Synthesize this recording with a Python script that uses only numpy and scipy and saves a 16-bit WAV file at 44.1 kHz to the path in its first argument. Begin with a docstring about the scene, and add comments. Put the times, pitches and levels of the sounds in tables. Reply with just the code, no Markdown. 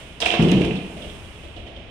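"""A workshop hums; a shoe scuffs faintly. From 0.2 s a steel swing gate falls shut: the wing clanks
against its stop and rattles out, its tube frame sings, the latch ticks. From 0.33 s the post shakes the
hollow wooden platform under it, which knocks, booms and judders. From about 1 s someone walks away while
loose metal clinks; a heavy step at 1.6 s rings the floor.
The right microphone is peaky near 3 kHz, the left near 9 kHz."""
import sys
import numpy as np
from scipy import signal
from scipy.fft import rfft, irfft
from scipy.io import wavfile
from scipy.ndimage import uniform_filter1d

SR = 44100
rng = np.random.default_rng(int(sys.argv[2]) if len(sys.argv) > 2 else 0)


def generate_wav(signal):
    """Clip the signal to [-1, 1] and save it as 16-bit WAV at the path in sys.argv[1]."""
    frames = np.transpose(np.atleast_2d(signal))
    scaled = np.clip(frames, -1, 1) * 32767
    pcm = np.round(scaled).astype(np.int16)
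    wavfile.write(sys.argv[1], SR, pcm)


N = 83790

# wing on its stop: t/s, level/dB, ring f/Hz, ring re level/dB, edge re level/dB, ring t60/s
CLANKS = [(0.2024, -33.5, 5030, 1, 9.5, 0.05), (.2175, -28, 3800, 9, -3.5, 0.022),
          (.2225, -24, 3330, 4, -14.5, 0.023), (0.2554, -23.5, 3370, -10, -0.5, 0.023),
          (.2597, -25.5, 2460, 10, -12, 0.033), (0.3041, -32, 2850, 18.5, -11, 0.0061),
          (.313, -29.5, 2800, 8, -2, 0.013), (.338, -22.5, 1870, -4.5, -12.5, 0.066),
          (.395, -36.5, 780, 11.5, -16, 0.065), (0.4212, -36, 2940, 0, 2.5, 0.22),
          (.484, -32, 2770, -2.5, -3.5, 0.24), (.517, -28, 2700, 3, -25, 0.011),
          (.568, -37.5, 2900, 4, -12, 0.053), (.616, -33.5, 2460, 7, -7, 0.035),
          (.644, -33.5, 2640, 3, -12, 0.05), (0.7085, -41.5, 2340, 10, -36, 0.024),
          (.7535, -39.5, 2690, 1.5, -5, 0.064)]
# spectrum of a blow on the platform: f/Hz, level/dB
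THUD_COLOUR = [(25, -32), (70, -0.5), (100, -13.5), (140, 0), (220, -5), (450, -16.5), (600, -30),
               (2500, -43.5)]


def amp(db):
    """Decibels to gain."""
    return 10 ** (np.asarray(db) / 20)


def unit(x):
    """Scale to rms 1."""
    return x / np.sqrt(np.mean(x ** 2) + 1e-20)


def read(points, hz):
    """Interpolate a table over log frequency."""
    f_hz, value = np.transpose(points)
    return np.interp(np.log(hz + 1), np.log(f_hz + 1), value)


def envelope(t_s, level_db):
    """Gain curve through breakpoints, silent outside them."""
    return amp(np.interp(np.arange(N) / SR, t_s, level_db, left=-np.inf, right=-np.inf))


def add(mix, t_s, sound):
    """Mix a sound in at t_s."""
    part = mix[..., max(round(t_s * SR), 0):][..., :sound.shape[-1]]
    part += sound[..., :part.shape[-1]]


def convolve(x, response):
    """Convolve per channel, cut to N samples."""
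    return signal.fftconvolve(np.atleast_2d(x), np.atleast_2d(response), axes=1)[:, :N]


def colour(points, size=4096):
    """Causal impulse response with the given spectrum."""
    log_gain = np.log(amp(read(points, abs(np.fft.fftfreq(size, 1 / SR)))))
    minimum_phase = np.exp(np.conj(signal.hilbert(log_gain)))
    return np.fft.ifft(minimum_phase).real[:size // 2]


def tint(x, points):
    """Filter at unit power gain for white noise."""
    response = colour(points)
    return convolve(x, response / np.linalg.norm(response))


def diffuse(size):
    """White noise at two microphones: alike in the bass, unrelated in the treble."""
    # left-right likeness: f/Hz, correlation
    likeness = [(300, 0.95), (500, 0.88), (1000, 0.32), (4000, 0.062)]
    left, other = rfft(rng.standard_normal((2, size)))
    same = np.clip(read(likeness, np.fft.rfftfreq(size, 1 / SR)), -1, 1)
    right = same * left + np.sqrt(1 - same ** 2) * other
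    return irfft(np.array([left, right]), size)


def decay(t_s, t60_s):
    """Exponential fall, 60 dB in t60_s."""
    return np.exp(-np.log(1000) * t_s / np.maximum(t60_s, 1e-3))


def burst(t60_s, rise_s=1e-4, size=12000):
    """A contact: noise that builds fast and dies away."""
    t = np.arange(size) / SR
    return diffuse(size) * decay(t, t60_s) * (1 - np.exp(-t / rise_s))


def ring(modes):
    """Sum of damped sines, 1 s long."""
    t = np.arange(SR) / SR
    return sum(amp(db) * decay(t, t60_s) * np.sin(2 * np.pi * hz * t) for hz, db, t60_s in modes)


def hall(x, wet_db, build_s=0.0027):
    """Add the workshop's reverberation; each band dies at its own rate."""
    # reverberation time: f/Hz, t60/s
    hall_t60 = [(200, 2.5), (600, 1.34), (2500, 0.92), (5000, 0.84), (9000, 0.43), (16000, 0.64)]
    hz, t, bands = signal.stft(diffuse(SR), SR, nperseg=256)
    tail = signal.istft(bands * decay(t, read(hall_t60, hz)[:, None]), SR)[1]
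    tail *= 1 - np.exp(-np.arange(tail.shape[1]) / SR / build_s)
    tail *= np.sqrt(2 * np.log(1000) / SR)  # unit energy at t60 = 1 s
    return x + amp(wet_db) * convolve(x, tail)


def background(hum_db=-42.5):
    """Steady rumble of the hall; a thin treble hiss dips, comes back and then fades."""
    # noise spectra: f/Hz, density/dB
    hum_colour = [(15, -15), (30, -0.5), (72, 1.5), (125, -9.5), (400, -18), (620, -20), (850, -22.5),
                  (1300, -26), (2400, -24.5), (3500, -27.5), (4600, -35), (9000, -41.5)]
    hiss_colour = [(1000, 4), (4500, -5), (9000, 4), (16000, 1.5)]
    # hiss envelope: t/s, level/dB
    hiss_level = [(0, -43.5), (.18, -51.5), (.7, -49), (1.05, -43), (1.45, -49.5), (1.9, -69)]
    hz = np.fft.rfftfreq(N, 1 / SR)
    hum = unit(irfft(rfft(diffuse(N)) * amp(read(hum_colour, hz)), N))
    hiss = unit(irfft(rfft(diffuse(N)) * amp(read(hiss_colour, hz)), N))
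    return amp(hum_db) * hum + envelope(*np.transpose(hiss_level)) * hiss


def steps():
    """Shoes on concrete: a low push of the heel, a scuff of the sole."""
    # footfalls: t/s, heel/dB, scuff/dB
    footfalls = [(.005, -60, -43.5), (0.9667, -48, -41), (1.04, -34.5, -41), (1.43, -40, -43),
                 (1.5613, -38, -40.5), (1.662, -41, -42), (1.768, -46, -48.5)]
    # contact spectra: f/Hz, level/dB
    heel_colour = [(25, -46), (70, 18), (130, -12.5), (480, 3.5), (900, -15), (2500, -55)]
    scuff_colour = [(200, -15), (650, 13), (950, -14), (1700, -6.5), (3300, -2.5), (4500, -9.5),
                    (16000, -21)]
    heel, scuff = np.zeros((2, 2, N))
    for t_s, heel_db, scuff_db in footfalls:
        add(heel, t_s, amp(heel_db) * burst(t60_s=0.12, rise_s=0.0045))
        add(scuff, t_s, amp(scuff_db) * burst(t60_s=0.17, rise_s=0.0045))
    return hall(tint(heel, heel_colour) + tint(scuff, scuff_colour), wet_db=0)


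def tread(t_s=1.6, level_db=-37, t60_s=0.64):
    """The walker's weight lands and rings the floor's low modes."""
    # floor modes: f/Hz
    floor_hz = [48.7, 73]
    out = np.zeros(N)
    add(out, t_s, ring([(hz, level_db, t60_s) for hz in floor_hz]))
    return out


def judder():
    """The platform chatters on the floor: a dense rumble that swells and settles."""
    # rumble envelopes: t/s, bass/dB, low mids/dB
    levels = [(0.395, -23, -44), (.425, -20.5, -25), (.48, -26.5, -28), (0.598, -27.5, -26),
              (.67, -28, -28.5), (.75, -31, -38), (0.833, -41.5, -47), (1.2, -52, -65)]
    # low-mid spectrum: f/Hz, level/dB
    mid_colour = [(150, -12), (345, -3), (470, -4.5), (570, -17.5), (790, -26.5), (1100, -36), (2500, -42)]
    t_s, bass_db, mid_db = np.transpose(levels)
    bass = envelope(t_s, bass_db) * diffuse(N)
    mids = envelope(t_s, mid_db) * diffuse(N)
    return tint(bass, THUD_COLOUR) + tint(mids, mid_colour)


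def shudder(waver_rms=0.013, overtone_db=-29):
    """The shaking post keeps the board droning on a wavering low note."""
    # board's main bending note: t/s, f/Hz, level/dB
    bending_note = [(0.39, 175, -45), (0.409, 162.5, -23), (0.481, 163.9, -19.5), (0.521, 185.6, -20),
                    (0.555, 189.5, -18), (0.644, 169.1, -27.5), (0.682, 169.6, -42), (0.783, 185.2, -27.5),
                    (0.809, 190.4, -51), (0.842, 189.3, -30.5), (.93, 189, -59)]
    t_s, hz, db = np.transpose(bending_note)
    waver = waver_rms * unit(uniform_filter1d(rng.standard_normal(N), size=500))
    pitch_hz = np.interp(np.arange(N) / SR, t_s, hz) * (1 + waver)
    phase = 2 * np.pi * np.cumsum(pitch_hz) / SR
    return envelope(t_s, db) * (np.sin(phase) + amp(overtone_db) * np.sin(2 * phase))


def knocks():
    """The post's foot knocks on the platform: short hollow notes that swell and die."""
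    # knocks: t/s, level/dB, f/Hz, swell/s
    hits = [(.333, -29.5, 433, 0.011), (.389, -16, 220, .008), (.463, -24.5, 365.4, 0.024),
            (.518, -13.5, 309, 0.0055), (.556, -16, 332.2, 0.016), (0.598, -25, 377.5, 0.011)]
    out, t = np.zeros(N), np.arange(SR) / SR
    for t_s, db, hz, swell_s in hits:
        swell = (t / swell_s * np.exp(1 - t / swell_s)) ** 2
        add(out, t_s, amp(db) * swell * np.sin(2 * np.pi * hz * t))
    return out


def platform(swell_s=0.0082):
    """The platform takes dull blows; the board's modes swell after each."""
    # blows: t/s, level/dB, ring re level/dB
    thuds = [(.392, -28, 6), (.411, -26, 1), (0.518, -21, 2), (.566, -28, 5.5)]
    # board modes: f/Hz, level/dB, t60/s
    board_modes = [(72, -18, 0.083), (133.2, -1, 0.32), (161.3, -2, 0.26), (182.2, -11, 0.36),
                   (215, 3.5, 0.16), (286.2, -10, 0.89), (330.5, -6, 0.68), (443, -16, 1)]
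    blows, boom = np.zeros((2, 2, N))
    board = ring(board_modes) * (1 - np.exp(-np.arange(SR) / SR / swell_s))
    for t_s, db, ring_db in thuds:
        add(blows, t_s, amp(db) * burst(t60_s=0.049, rise_s=0.012))
        add(boom, t_s, amp(db + ring_db) * board)
    return tint(blows, THUD_COLOUR) + boom


def clinks(ring_hz=3330):
    """Loose metal parts touch as the gate settles: a short, high ring."""
    # contacts: t/s, drive level/dB
    contacts = [(.763, -22), (1.0202, -26), (1.098, -30.5), (1.564, -36), (1.763, -32)]
    drive = np.zeros((2, N))
    for t_s, db in contacts:
        add(drive, t_s, amp(db) * burst(t60_s=0.066))
    resonator = signal.iirpeak(ring_hz, Q=7, fs=SR)
    return hall(signal.lfilter(*resonator, drive), wet_db=-4.5)


def latch():
    """Small bright ticks of the mechanism in the post."""
    # ticks: t/s, level/dB
    ticks = [(0.427, -32), (0.5156, -19), (.611, -33), (0.65, -28.5), (.6605, -35)]
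    # tick spectrum: f/Hz, level/dB
    tick_colour = [(500, -19), (6200, 1.5), (7600, 4), (10500, 1), (16000, -9)]
    out = np.zeros((2, N))
    for t_s, db in ticks:
        add(out, t_s, amp(db) * burst(t60_s=0.017))
    return hall(tint(out, tick_colour), wet_db=-4.5)


def frame(coupling_db=-15.5, t60_s=0.73, swell_cycles=35):
    """Each clank feeds energy to the tube frame, which sings on; low modes build up last."""
    # steel tube modes: f/Hz, level/dB
    tube_modes = [(334, 11.5), (711, -13), (1001, -6), (2143, -9.5), (2519, -12), (3117, -14.5),
                  (3626, -25)]
    t, energy_in, out = np.arange(N) / SR, np.zeros(N), np.zeros((2, N))
    for t_s, db, *_ in CLANKS:
        energy_in[round(t_s * SR)] += amp(db + coupling_db) ** 2
    for hz, db in tube_modes:
        shape = (1 - np.exp(-(t * hz / swell_cycles) ** 2)) * decay(t, t60_s)
        energy = abs(convolve(energy_in, shape ** 2))
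        out += amp(db) * np.sqrt(energy) * np.sin(2 * np.pi * (hz * t + rng.random()))
    return out


def wing(gain_db=-2.5, t60_s=0.15, rise_s=0.00049, ring_width_hz=380):
    """The wing hits its stop: each clank is a sharp-edged crack with a short ring of its own pitch."""
    # crack spectra: f/Hz, level/dB
    body_colour = [(60, -7), (260, -4.5), (540, 1.5), (690, 8), (900, 0.5), (1350, -6), (2000, -3),
                   (2400, -7), (3800, -3), (4600, -12.5), (9000, -46.5)]
    edge_colour = [(300, -42), (2500, -7), (5000, 3.5), (8500, 3), (16000, -9.5)]
    body, edge, rings = np.zeros((3, 2, N))
    for t_s, db, hz, ring_db, edge_db, ring_t60_s in CLANKS:
        add(body, t_s, amp(db) * burst(t60_s, rise_s))
        add(edge, t_s, amp(db + edge_db) * burst(t60_s))
        resonator = signal.iirpeak(hz, Q=hz / ring_width_hz, fs=SR)
        clack = signal.lfilter(*resonator, burst(ring_t60_s, rise_s))
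        decay_energy = SR * ring_t60_s / (2 * np.log(1000))
        clack *= np.sqrt(decay_energy) / np.linalg.norm(clack, axis=1, keepdims=True)
        add(rings, t_s, amp(db + ring_db) * clack)
    clanks = tint(body, body_colour) + tint(edge, edge_colour) + rings
    return hall(amp(gain_db) * clanks, wet_db=-0.5)


def scene():
    """Gate, platform, walker and hall, in stereo."""
    steel = wing() + frame() + latch() + clinks()
    wood = platform() + knocks() + judder() + shudder()
    return steel + wood + steps() + tread() + background()


def record(dry, cutoff_hz=15900):
    """Each microphone's colour, then a low-pass."""
    # microphone responses: f/Hz, gain/dB
    left_mic = [(40, 0.5), (200, 4.5), (2400, 2), (3200, -2), (6000, -5.5), (9100, -1.5), (10500, -11.5),
                (13000, -16.5), (16000, -27)]
    right_mic = [(40, -3.5), (200, 4.5), (1900, 3.5), (2500, 12), (3050, 14), (3600, 8.5), (4300, 1.5),
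                 (5500, 2.5), (7500, -9), (10000, -26), (16000, -21.5)]
    heard = convolve(dry, np.array([colour(left_mic), colour(right_mic)]))
    lowpass = signal.firwin(511, cutoff_hz, window=("kaiser", 9), fs=SR)
    return signal.oaconvolve(heard, lowpass[None], "same", axes=1)


dry = scene()
out = record(dry)
generate_wav(out)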